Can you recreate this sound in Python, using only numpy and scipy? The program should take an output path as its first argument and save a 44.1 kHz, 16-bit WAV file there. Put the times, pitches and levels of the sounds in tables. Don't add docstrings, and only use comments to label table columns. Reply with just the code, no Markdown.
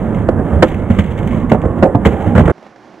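import sys
import numpy as np
from scipy.fft import rfft, irfft, next_fast_len
from scipy.io import wavfile
from scipy.ndimage import map_coordinates

SR = 44100
rng = np.random.default_rng(int(sys.argv[2]) if len(sys.argv) > 2 else 0)


def store_pcm(level_fs):
    pcm = np.round(np.clip(level_fs, -1, 1) * 32767).astype(np.int16)
    wavfile.write(sys.argv[1], SR, np.atleast_2d(pcm).T)


N = 132300


def amp(db):
    return 10 ** (np.asarray(db) / 20)


def unit(x):
    return x / np.sqrt(np.mean(x ** 2) + 1e-20)


def curves(rows):
    times_s, *columns = np.transpose(rows)
    return [np.interp(np.arange(N) / SR, times_s, column) for column in columns]


def along(points, hz):
    point_hz, values = np.transpose(points)
    return np.interp(np.log(hz + 1), np.log(point_hz + 1), values)


def wobble(rate):
    knots = rng.standard_normal(int(N * rate / SR) + 4)
    return map_coordinates(knots, [np.arange(N) * rate / SR])


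def filtered(x, response):
    size = next_fast_len(N + 8192)
    spectrum = rfft(x, size) * response(np.fft.rfftfreq(size, 1 / SR))
    return irfft(spectrum, size)[..., :N]


def noise(colour, side_db):
    mid, side = filtered(rng.standard_normal((2, N)), lambda hz: amp(along(colour, hz)))
    side = amp(side_db) * side
    return unit(np.array([mid + side, mid - side]))


def pan(x, pan_db):
    return x * amp([[pan_db / 2], [-pan_db / 2]])


def since(start_s):
    return np.maximum(np.arange(N) / SR - start_s, 0)


def decay(t, t60, attack):
    return (1 - np.exp(-t / attack)) * np.exp(-np.log(1000) * t / t60)


# start_s, rumble_level_db, midrange_level_db, grit_level_db
ROLL_LEVELS = [(0, -18.5, -24.5, -46), (.27, -16.5, -22.5, -49.5), (.40, -14.5, -21, -60),
               (.46, -17.5, -21.5, -47.5), (.53, -15, -20, -45.5), (.61, -15.5, -22.5, -50),
               (.69, -17.5, -25, -36.5), (.87, -20.5, -25, -49), (.97, -19.5, -24, -38.5),
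               (1.08, -20, -28, -42.5), (1.23, -17, -24, -48.5), (1.31, -17, -26, -40.5),
               (1.48, -18.5, -27, -47.5), (1.59, -19.5, -25, -56), (1.80, -17, -23.5, -50),
               (1.92, -22, -25, -61.5), (2.03, -17.5, -23.5, -51.5), (2.12, -17.5, -21.5, -40),
               (2.23, -20.5, -21.5, -41), (2.29, -13, -21, -41.5), (2.34, -17, -22.5, -44.5),
               (2.52, -17, -18, -64)]
# frequency_hz, level_db_per_hz
RUMBLE_COLOUR = [(15, -13), (35, -5.5), (55, -5.5), (70, -1), (87, 2), (125, -3.5), (180, -1.5), (228, -1),
                 (275, -9.5), (400, -26.5), (700, -61), (2000, -120)]
ROAR_COLOUR = [(120, -36.5), (300, 3.5), (420, -0.5), (540, -0.5), (700, -5.5), (900, -10), (1200, -14),
               (1800, -19.5), (2300, -33.5), (3300, -44), (4400, -65), (7500, -47.5), (12000, -54),
               (15000, -97.5)]
GRIT_COLOUR = [(500, -24.5), (1300, -7.5), (2100, 7.5), (2450, -1.5), (3200, -3), (3800, -15.5),
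               (4400, -27), (5300, -31), (6300, -17), (7600, -18.5), (9000, -25), (9700, -58),
               (10600, -26.5), (11800, -22.5), (13200, -27.5), (15000, -62)]
BUMP_SPREAD_DB, GRAIN_DB = 1.44, 2.5
NEAR_SIDE_DB, GRIT_SIDE_DB = -21, -13


def rolling():
    rumble_db, roar_db, grit_db = curves(ROLL_LEVELS)
    bumps = BUMP_SPREAD_DB * wobble(34.75)
    rumble = amp(rumble_db + 0.5 * bumps) * noise(RUMBLE_COLOUR, NEAR_SIDE_DB)
    roar = amp(roar_db + 0.73 * bumps) * noise(ROAR_COLOUR, NEAR_SIDE_DB)
    grain = unit(amp(GRAIN_DB * wobble(260)) * noise(GRIT_COLOUR, GRIT_SIDE_DB))
    grit = amp(grit_db + 1.4 * bumps) * grain
    return rumble + roar + grit


# start_s (middle of the fade-in), end_s (start of the fade-out),
# centre_hz, half_width_hz, level_db
WHIRRS = [(0.496, 0.571, 80, 4.9, -12.5), (.70, 1.35, 2190, 56, -50.5), (1.25, 1.515, 232, 20, -22.5),
          (1.314, 1.829, 1097, 92, -36), (2.134, 2.334, 798, 49, -29)]
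WHIRR_FADE_S = 0.025


def whirrs():
    out = np.zeros((2, N))
    for start_s, end_s, centre_hz, half_width_hz, level_db in WHIRRS:
        fade_in = np.clip(since(start_s - WHIRR_FADE_S / 2) / WHIRR_FADE_S, 0, 1)
        fade_out = np.clip(since(end_s) / WHIRR_FADE_S, 0, 1)
        band = filtered(rng.standard_normal(N),
                        lambda hz: 1 / (1 + ((hz - centre_hz) / half_width_hz) ** 2))
        out += amp(level_db) * (fade_in - fade_out) * unit(band)
    return out


DETUNE = 0.018


def ring(start_s, modes):
    t = np.arange(SR // 3) / SR
    out = np.zeros(N + SR)
    start = round(start_s * SR)
    variations = rng.standard_normal((len(modes), 2))
    for k, ((hz, db, t60, attack), (luck, shift)) in enumerate(zip(modes, variations)):
        tone = (-1) ** k * np.sin(2 * np.pi * hz * (1 + DETUNE * shift) * t)
        out[start:start + len(t)] += amp(db + 0.64 * luck) * decay(t, t60, attack) * tone
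    return out[:N]


# start_s, clack_level_db (deck), thump_level_db, crack_level_db (hard contact),
# rattle_level_db (trucks), ring_t60_s (deck), pitch_ratio
KNOCKS = [(.286, 2.5, -22, -30, -42, 0.042, 0.94), (.391, -18.5, -10.5, -27.5, -48, 0.14, 1.15),
          (.624, 9.5, -4, -0.5, -20, 0.071, 0.93), (0.901, -16.5, 4.5, -20.5, -26.5, 0.11, 1.02),
          (.986, -16, 1.5, -18.5, -20, 0.073, .95), (1.516, 2.5, 3.5, -20.5, -26.5, 0.045, 1.11),
          (1.530, -6, -7, -29.5, -52, .05, 1), (1.545, -6.5, -10, -24.5, -59, 0.063, 1.12),
          (1.635, -17.5, -20.5, -31.5, -67.5, 0.18, 0.95), (1.652, -14.5, -4, -25, -58, 0.23, 0.82),
          (1.824, 3.5, 1.5, -20.5, -38, 0.029, 1.014), (1.829, -1, -1.5, -22, -32.5, 0.17, .97),
          (1.852, -11.5, -19.5, -36, -61.5, 0.21, 1.096), (1.947, -9, 2.5, -30, -50.5, 0.11, 1.3),
          (2.05, -18, -9, -13.5, -21, 0.097, 1.15), (2.057, -3, 5, -9, -19.5, 0.12, .85),
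          (2.352, -12.5, 4.5, -12.5, -30.5, 0.12, .9), (2.361, -13.5, -3, -19, -35.5, 0.16, 0.98),
          (2.377, -5.5, 6, -10.5, -26.5, 0.074, 1.02), (2.392, -5.5, 3.5, -20.5, -30.5, 0.089, 1.1),
          (2.406, -8.5, 2.5, -29.5, -38, 0.046, 0.82), (2.454, -12.5, 0, -19, -30, 0.051, 0.79),
          (2.477, -10.5, -11.5, -15.5, -35.5, 0.17, 0.883), (2.496, -11.5, -10, -18, -33.5, 0.11, 0.84)]
# pitch_hz, relative_level_db, share_of_ring_t60 (ratio)
DECK_MODES = [(350.6, -7, 1.32), (396.4, -6, 1.18), (491, -4.5, 0.73), (550.3, -1.5, 1.18),
              (661.3, -4, 0.92), (781, -8.5, 0.81), (934, -18.5, 1.17), (1250, -29.5, 1.1),
              (1446, -26.5, .6), (1900, -27, 0.48)]
# pitch_hz, relative_level_db, t60_s
THUMP_MODES = [(47, -10, 0.049), (88.3, -3.5, 0.14), (140, -6, .07), (176.2, -5, 0.098), (218, -2, 0.09)]
# frequency_hz, level_db
WOOD_COLOUR = [(80, -29), (300, 8), (550, -7.5), (780, 2), (1000, -13.5), (1600, -18.5), (2300, -48.5),
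               (3500, -57.5), (4800, -62.5), (7800, -40.5), (14000, -73.5)]
# frequency_hz, level_db_per_hz
CRACK_COLOUR = [(400, -25), (900, 3.5), (1250, 1), (1600, 1.5), (1900, -5.5), (2400, -16.5), (3200, -32.5),
                (4200, -45), (8000, -32.5), (14000, -63)]
WOOD_DB, CRACK_T60_S = -9.5, 0.065
CLACK_ATTACK_S, THUMP_ATTACK_S = 0.00075, 0.00084


def knocks():
    modes, dense, crack = np.zeros((3, N))
    for start_s, clack_db, thump_db, crack_db, _, t60, pitch in KNOCKS:
        deck = [(hz * pitch, db + clack_db, t60 * share, CLACK_ATTACK_S) for hz, db, share in DECK_MODES]
        thump = [(hz * pitch, db + thump_db, life, THUMP_ATTACK_S) for hz, db, life in THUMP_MODES]
        modes += ring(start_s, deck)
        modes += ring(start_s, thump)
        dense += amp(clack_db) * decay(since(start_s), t60, CLACK_ATTACK_S)
        crack += amp(crack_db) * decay(since(start_s), CRACK_T60_S, CLACK_ATTACK_S)
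    wood = amp(WOOD_DB) * dense * noise(WOOD_COLOUR, NEAR_SIDE_DB)
    return modes + wood + crack * noise(CRACK_COLOUR, GRIT_SIDE_DB)


# start_s, level_db
STONE_TICKS = [(.146, -33), (.680, -30.5), (0.743, -32), (1.041, -34.5), (1.109, -36), (1.176, -31),
               (1.188, -32.5), (1.229, -34.5), (1.273, -26.5), (1.496, -23), (1.616, -34.5), (2.207, -35)]
RATTLE_T60_S, TICK_T60_S = 0.11, 0.061


def trucks():
    blows = sum(amp(rattle_db) * decay(since(start_s), RATTLE_T60_S, CLACK_ATTACK_S)
                for start_s, _, _, _, rattle_db, _, _ in KNOCKS)
    stones = sum(amp(level_db) * decay(since(start_s), TICK_T60_S, CLACK_ATTACK_S)
                 for start_s, level_db in STONE_TICKS)
    metal = unit(amp(GRAIN_DB * wobble(400)) * noise(GRIT_COLOUR, GRIT_SIDE_DB))
    return (blows + stones) * metal


# frequency_hz, left_minus_right_db
BALANCE = [(60, -5.5), (500, -5.5), (1000, -5.5), (2000, -2.1), (4000, 10), (8000, -1.5), (12000, -1)]
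# frequency_hz, left_lead_rad
LEFT_LEAD = [(100, 0.2), (500, -0.34), (1000, -0.27), (2000, -0.7), (4000, -1.2), (12000, -0.69)]


def ports(x):
    half = np.array([[0.5], [-0.5]])
    return filtered(x, lambda hz: amp(half * along(BALANCE, hz)) * np.exp(1j * half * along(LEFT_LEAD, hz)))


# start_s, level_db
FAR_LEVELS = [(2.52, -45.5), (2.65, -40.5), (2.72, -44), (2.85, -42), (3.0, -42)]
# frequency_hz, level_db_per_hz
FAR_COLOUR = [(25, -27.5), (60, -25), (110, -12), (210, -6.5), (330, -4), (440, -12), (700, -8),
              (1250, -17.5), (1700, -18.5), (2700, -28), (4300, -33), (5800, -35), (7000, -42), (8500, -52),
              (12000, -53), (14000, -80)]
# start_s, level_db
FAR_CLICKS = [(2.580, -32), (2.627, -29.5), (2.643, -38.5), (2.665, -28.5), (2.760, -31), (2.941, -30.5)]
# frequency_hz, level_db_per_hz
FAR_CLICK_COLOUR = [(80, -26), (220, 5), (700, 9), (1300, -7), (2100, -6), (3500, -20), (6500, -26),
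                    (9000, -44)]
FAR_T60_S, FAR_SIDE_DB, FAR_PAN_DB = 0.031, -17, -5


def distant_board():
    level_db, = curves(FAR_LEVELS)
    clicks = sum(amp(click_db) * decay(since(start_s), FAR_T60_S, CLACK_ATTACK_S)
                 for start_s, click_db in FAR_CLICKS)
    rolling_far = amp(level_db + 0.5 * wobble(28)) * noise(FAR_COLOUR, FAR_SIDE_DB)
    return rolling_far + clicks * noise(FAR_CLICK_COLOUR, FAR_SIDE_DB)


CUT_S, CUT_FADE_S = 2.519, 0.002


def scene():
    far = np.clip(since(CUT_S - CUT_FADE_S) / CUT_FADE_S, 0, 1)
    close = ports(rolling() + whirrs() + knocks() + trucks())
    return (1 - far) * close + far * pan(distant_board(), FAR_PAN_DB)


CLIP_KNEE = 19.6
DULL_HZ, TOP_HZ = 13000, 16000


def record(dry):
    clipped = dry / (1 + np.abs(dry) ** CLIP_KNEE) ** (1 / CLIP_KNEE)
    return filtered(clipped, lambda hz: (hz < TOP_HZ) / np.sqrt(1 + (hz / DULL_HZ) ** 12))


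dry = scene()
out = record(dry)
store_pcm(out)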